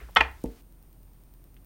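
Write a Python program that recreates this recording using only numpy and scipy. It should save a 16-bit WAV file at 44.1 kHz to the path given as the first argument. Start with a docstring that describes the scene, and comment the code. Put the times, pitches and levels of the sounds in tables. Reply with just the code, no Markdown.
"""A small toy is handled, then knocks twice on a table top (0.16 s, 0.21 s): each knock a chatter of hard
contacts that ring top and toy. At 0.44 s a hand lands with a soft thud on the low modes. The table sways on its
legs during the handling and after the blows; the quiet room echoes briefly. At 0.62 s the hiss drops.
Throughout: low room hum, and the microphone's hiss, thin whine and faint regular ticking."""
import sys
import numpy as np
from scipy import signal
from scipy.fft import rfft, irfft, next_fast_len
from scipy.io import wavfile

SR = 44100
rng = np.random.default_rng(int(sys.argv[2]) if len(sys.argv) > 2 else 0)


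def pcm_store(signal):
    """Save signal as 16-bit PCM."""
    levels = np.round(np.clip(np.atleast_2d(signal), -1, 1) * 32767)
    wavfile.write(sys.argv[1], SR, levels.astype(np.int16).T)


N = 72765
T = np.arange(N) / SR

# hard contacts of toy and top: t/s, relative level/dB, share of striking spot 2 (0-1)
CONTACTS = [(0.1606, -5, 0.06), (.16225, -2, 0), (.16642, 1.5, 0.05), (.16763, 4.5, 0), (.17, -6.5, 0.07),
            (0.1713, -14.5, 0.03), (0.2062, -8.5, 1), (0.209, 2, 1), (0.212, -11.5, 1)]
# lower ringing modes of the knock (table top, plus the toy's lowest ring):
# f/Hz, t60/s, gain at spot 1/dB, gain at spot 2/dB, gain under the hand/dB
LOWER_MODES = [(240.3, .35, -56, -50, -42.5), (267, .02, -35, -31, -12.5), (412.7, 0.23, -46.5, -51, -45.5),
               (458.6, .19, -22.5, -39, -31), (543.7, 0.0078, -17.5, -14.5, -20),
               (646.4, 0.091, -33.5, -32, -39), (782, .035, -46, -23, -43.5),
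               (888.6, 0.057, -24.5, -13, -36.5), (1040, .012, -9.5, -37, -67),
               (1050.7, 0.09, -20, -27, -56.5), (1198, 0.099, -35, -32, -72),
               (1321.5, 0.052, -14.5, -29.5, -70), (1527, 0.051, -22, -42, -60), (1775, .015, -18, -1, -70)]
# upper ringing modes of the knock (toy): f/Hz, t60/s, gain at spot 1/dB, gain at spot 2/dB
UPPER_MODES = [(1783, 0.029, -18.5, -9), (1889, 0.068, -22, -21), (1943, 0.0065, -33.5, 1),
               (2107, .07, -13.5, -37.5), (2450, 0.035, -36, -13), (2525, 0.064, -26.5, -48.5),
               (2670, 0.014, -25, -10), (2878, 0.0072, -9.5, -16.5), (3110, 0.022, -15.5, -25),
               (3444, .031, -20, -50), (3700, .025, -25.5, -38.5), (3986, 0.062, -35.5, -54),
               (4494, .035, -31.5, -43.5), (5326, .02, -32, -43.5)]
# dense short ring of a contact: f/Hz, relative level/dB, t60/s
CRACK_BANDS = [(150, -17.5, .07), (400, -5.5, .05), (900, -0.5, .035), (1800, -3, .03), (3200, -9.5, .03),
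               (4600, -21.5, 0.082), (7500, -31, 0.03), (11000, -42, 0.043), (16000, -39.5, .025)]
# soft blows of the hand: t/s, relative level/dB
HAND_BLOWS = [(0.4412, 0), (0.4572, -10.5), (0.473, -17.5), (0.4875, -16.5)]
# table swaying on its legs: t/s, level/dB, f/Hz, rise/s, t60/s
SWAYS = [(.022, -28.5, 54, 0.018, 0.25), (.182, -23, 65, .022, 0.39), (0.453, -25, 52.2, .008, 0.19)]
# light handling touches: t/s, level/dB, centre f/Hz, t60/s
TOUCHES = [(.001, -50.5, 1710, 0.27), (0.012, -50, 439, 0.13), (0.0857, -43.5, 709, .05),
           (0.456, -55, 1900, 0.06), (1.565, -56.5, 2220, 0.046)]
# tiny sharp snaps: t/s, level/dB, centre f/Hz
SNAPS = [(0.1511, -28, 9880), (0.44, -32, 13900), (0.4389, -39.5, 6560), (0.4591, -43, 7450)]
# scatter off walls and furniture: f/Hz, relative level/dB, t60/s
SCATTER_BANDS = [(150, -14, 0.37), (400, -9.5, .3), (900, 0, .3), (2000, 0, .3), (3000, -6.5, .24),
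                 (4500, -22, 0.24), (9000, -40, .15)]
# room echo: f/Hz, relative level/dB, t60/s
ROOM_BANDS = [(150, -3.5, .35), (450, -2.5, .31), (1000, 0, .29), (1988, -1, .26), (3200, -3.5, 0.18),
              (5000, -1, 0.22), (9000, -5, 0.15)]
# steady noise floor: f/Hz, relative density/dB
FLOOR_SPECTRUM = [(30, -9.5), (50, -4), (70, -5), (105, -8.5), (140, -8), (215, -16), (300, -13.5),
                  (460, -24.5), (900, -28), (1600, -35.5), (4000, -41), (8000, -42.5), (10500, -41.5),
                  (13000, -33), (16000, -32.5)]
# extra hiss at the start: f/Hz, relative density/dB
EARLY_HISS_SPECTRUM = [(200, 4.5), (1000, 4.5), (3000, 1.5), (8000, -3.5), (15000, -6.5)]

ROOM_DELAY_S = .012
CUTOFF_HZ = 16200


def knocks(modes_db=-.4, crack_db=-1, spot2_crack_db=-2.5):
    """Hard contacts ring top and toy; the spot struck sets the balance of the modes."""
    t_s, level_db, spot2_share = np.transpose(CONTACTS)
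    ring = 0
    for k, (f_hz, t60_s, spot1_db, spot2_db, *_) in enumerate(LOWER_MODES + UPPER_MODES):
        spot_db = spot1_db * (1 - spot2_share) + spot2_db * spot2_share
        force = clicks(t_s, level_db + modes_db + spot_db)
        ring += (-1) ** k * mode(force, f_hz, t60_s)
    crack_force = clicks(t_s, level_db + crack_db + spot2_crack_db * spot2_share)
    return ring + dense_ring(crack_force, CRACK_BANDS)


def hand_thud():
    """The soft hand on the table excites mainly the lowest modes."""
    t_s, level_db = np.transpose(HAND_BLOWS)
    ring = 0
    for k, (f_hz, t60_s, _, _, hand_db) in enumerate(LOWER_MODES):
        ring -= (-1) ** k * mode(clicks(t_s, level_db + hand_db), f_hz, t60_s)
    return bandpass(ring, low_hz=109.9, high_hz=1220)


def table_sway():
    """Each push sets the whole table booming low on its legs."""
    return sum(from_db(level_db) * np.sin(2 * np.pi * f_hz * (T - t_s)) * envelope(t_s, t60_s, rise_s)
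               for t_s, level_db, f_hz, rise_s, t60_s in SWAYS)


def handling():
    """Faint touches and tiny snaps: decaying noise bursts."""
    touches = sum(from_db(level_db) * octave_noise(f_hz) * envelope(t_s, t60_s, rise_s=.00091)
                  for t_s, level_db, f_hz, t60_s in TOUCHES)
    snaps = sum(from_db(level_db) * octave_noise(f_hz) * envelope(t_s, t60_s=.0022)
                for t_s, level_db, f_hz in SNAPS)
    return touches + snaps


def knock_scatter(gain_db=-12.5):
    """Walls and furniture return the knocks as a toneless wash."""
    t_s, level_db, _ = np.transpose(CONTACTS)
    return dense_ring(clicks(t_s + ROOM_DELAY_S, level_db + gain_db), SCATTER_BANDS)


def room_echo(x, gain_db=-18):
    """Diffuse echo of a small furnished room."""
    echo = dense_ring(x, ROOM_BANDS)
    return from_db(gain_db) * np.interp(T - ROOM_DELAY_S, T, echo, left=0)


def room_hum(f_hz=43.1, level_db=-54):
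    """One low steady sine."""
    return from_db(level_db) * unit_rms(np.sin(2 * np.pi * f_hz * T))


def mic_whine(centre_hz=8900, level_db=-76, wander_hz=130, wanders_per_s=530):
    """Thin tone with fast random pitch wander."""
    wander = np.interp(T * wanders_per_s, np.arange(N), rng.standard_normal(N))
    f_hz = centre_hz + wander_hz * wander
    return from_db(level_db) * unit_rms(np.sin(2 * np.pi * np.cumsum(f_hz) / SR))


def noise_floor(floor_db=-57, early_db=-63, early_end_s=.617, fade_s=.0071):
    """Steady room noise and microphone hiss; an extra hiss stops after the blows."""
    gate = np.clip((early_end_s - T) / fade_s, 0, 1)
    early_hiss = from_db(early_db) * shaped_noise(EARLY_HISS_SPECTRUM) * gate
    return from_db(floor_db) * shaped_noise(FLOOR_SPECTRUM) + early_hiss


def ticking(first_s=.0075, period_s=.10243, spike_db=-28.5, spread_db=1.5, body_gain_db=-15):
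    """Electrical interference: a tiny bright click about ten times a second."""
    t_s = np.arange(first_s, N / SR, period_s)
    spikes = clicks(t_s, spike_db + rng.normal(0, spread_db, len(t_s)))
    edge = bandpass(spikes, low_hz=14000, high_hz=CUTOFF_HZ + 1000)
    body = bandpass(spikes, low_hz=2000, high_hz=9000)
    return edge + from_db(body_gain_db) * body


def mode(force, f_hz, t60_s, rise_s=.0003):
    """One resonance: a decaying sine, less a fast-dying one that softens the onset."""
    ring, step_rad = 0, 2 * np.pi * f_hz / SR
    for weight, extra_loss_per_s in ((.94, .0033), (-.61, 1 / rise_s)):
        radius = np.exp(-(np.log(1000) / t60_s + extra_loss_per_s) / SR)
        feedback = [1, -2 * radius * np.cos(step_rad), radius * radius]
        ring += weight * signal.lfilter([0, radius * np.sin(step_rad)], feedback, force + 1e-18)
    return ring


def dense_ring(x, bands):
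    """Pass x through many dense modes: decaying half-octave noises, total energy 1."""
    edges_hz = 100 * 2 ** (np.arange(16) / 2)
    age_s = T[:SR // 2]
    response = 0
    for low_hz, high_hz in zip(edges_hz, edges_hz[1:]):
        f_hz = np.sqrt(low_hz * high_hz)
        decay = np.exp(-np.log(1000) * age_s / at_hz(bands, f_hz, column=2)) + 1e-12
        ring = bandpass(rng.standard_normal(len(age_s)) * decay, low_hz, high_hz)
        response += unit_rms(ring) * np.sqrt(f_hz) * from_db(at_hz(bands, f_hz))
    return signal.fftconvolve(x, unit_rms(response) / np.sqrt(len(age_s)))[:N]


def clicks(t_s, level_db):
    """Train of one-sample impulses."""
    return np.bincount(np.round(t_s * SR).astype(int), from_db(level_db), N)[:N]


def envelope(start_s, t60_s, rise_s=1e-5):
    """Exponential rise and decay, cut at twice t60."""
    age_s = np.maximum(T - start_s, 0)
    rise = 1 - np.exp(-age_s / rise_s)
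    return rise * np.exp(-np.log(1000) * age_s / t60_s) * (age_s < 2 * t60_s)


def octave_noise(f_hz):
    """Noise an octave wide, rms 1."""
    return unit_rms(bandpass(rng.standard_normal(N), f_hz / np.sqrt(2), f_hz * np.sqrt(2)))


def shaped_noise(spectrum):
    """Steady noise of a given spectrum, rms 1."""
    size = next_fast_len(N)
    gain = from_db(at_hz(spectrum, np.fft.rfftfreq(size, 1 / SR)))
    return unit_rms(irfft(rfft(rng.standard_normal(size)) * gain, size)[:N])


def bandpass(x, low_hz, high_hz):
    """Causal Butterworth band-pass."""
    sos = signal.butter(2, [low_hz, min(high_hz, .47 * SR)], "band", fs=SR, output="sos")
    return signal.sosfilt(sos, x)


def at_hz(table, f_hz, column=1):
    """Interpolate a column over log frequency."""
    table = np.array(table)
    return np.interp(np.log(np.maximum(f_hz, 1)), np.log(table[:, 0]), table[:, column])


def from_db(level_db):
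    """Decibels to gain."""
    return 10 ** (np.asarray(level_db) / 20)


def unit_rms(x):
    """Scale to rms 1."""
    return x / np.sqrt(np.mean(x ** 2) + 1e-20)


def scene():
    """Blows in the room over the background; mono."""
    blows = knocks() + hand_thud()
    foreground = blows + room_echo(blows) + table_sway() + handling()
    background = room_hum() + mic_whine() + noise_floor() + ticking()
    return (foreground + background + knock_scatter())[None]


def record(dry):
    """Clip at full scale, then low-pass steeply."""
    lowpass = signal.ellip(10, .1, 80, CUTOFF_HZ, fs=SR, output="sos")
    return signal.sosfilt(lowpass, np.clip(dry, -1, 1))


dry = scene()
out = record(dry)
pcm_store(out)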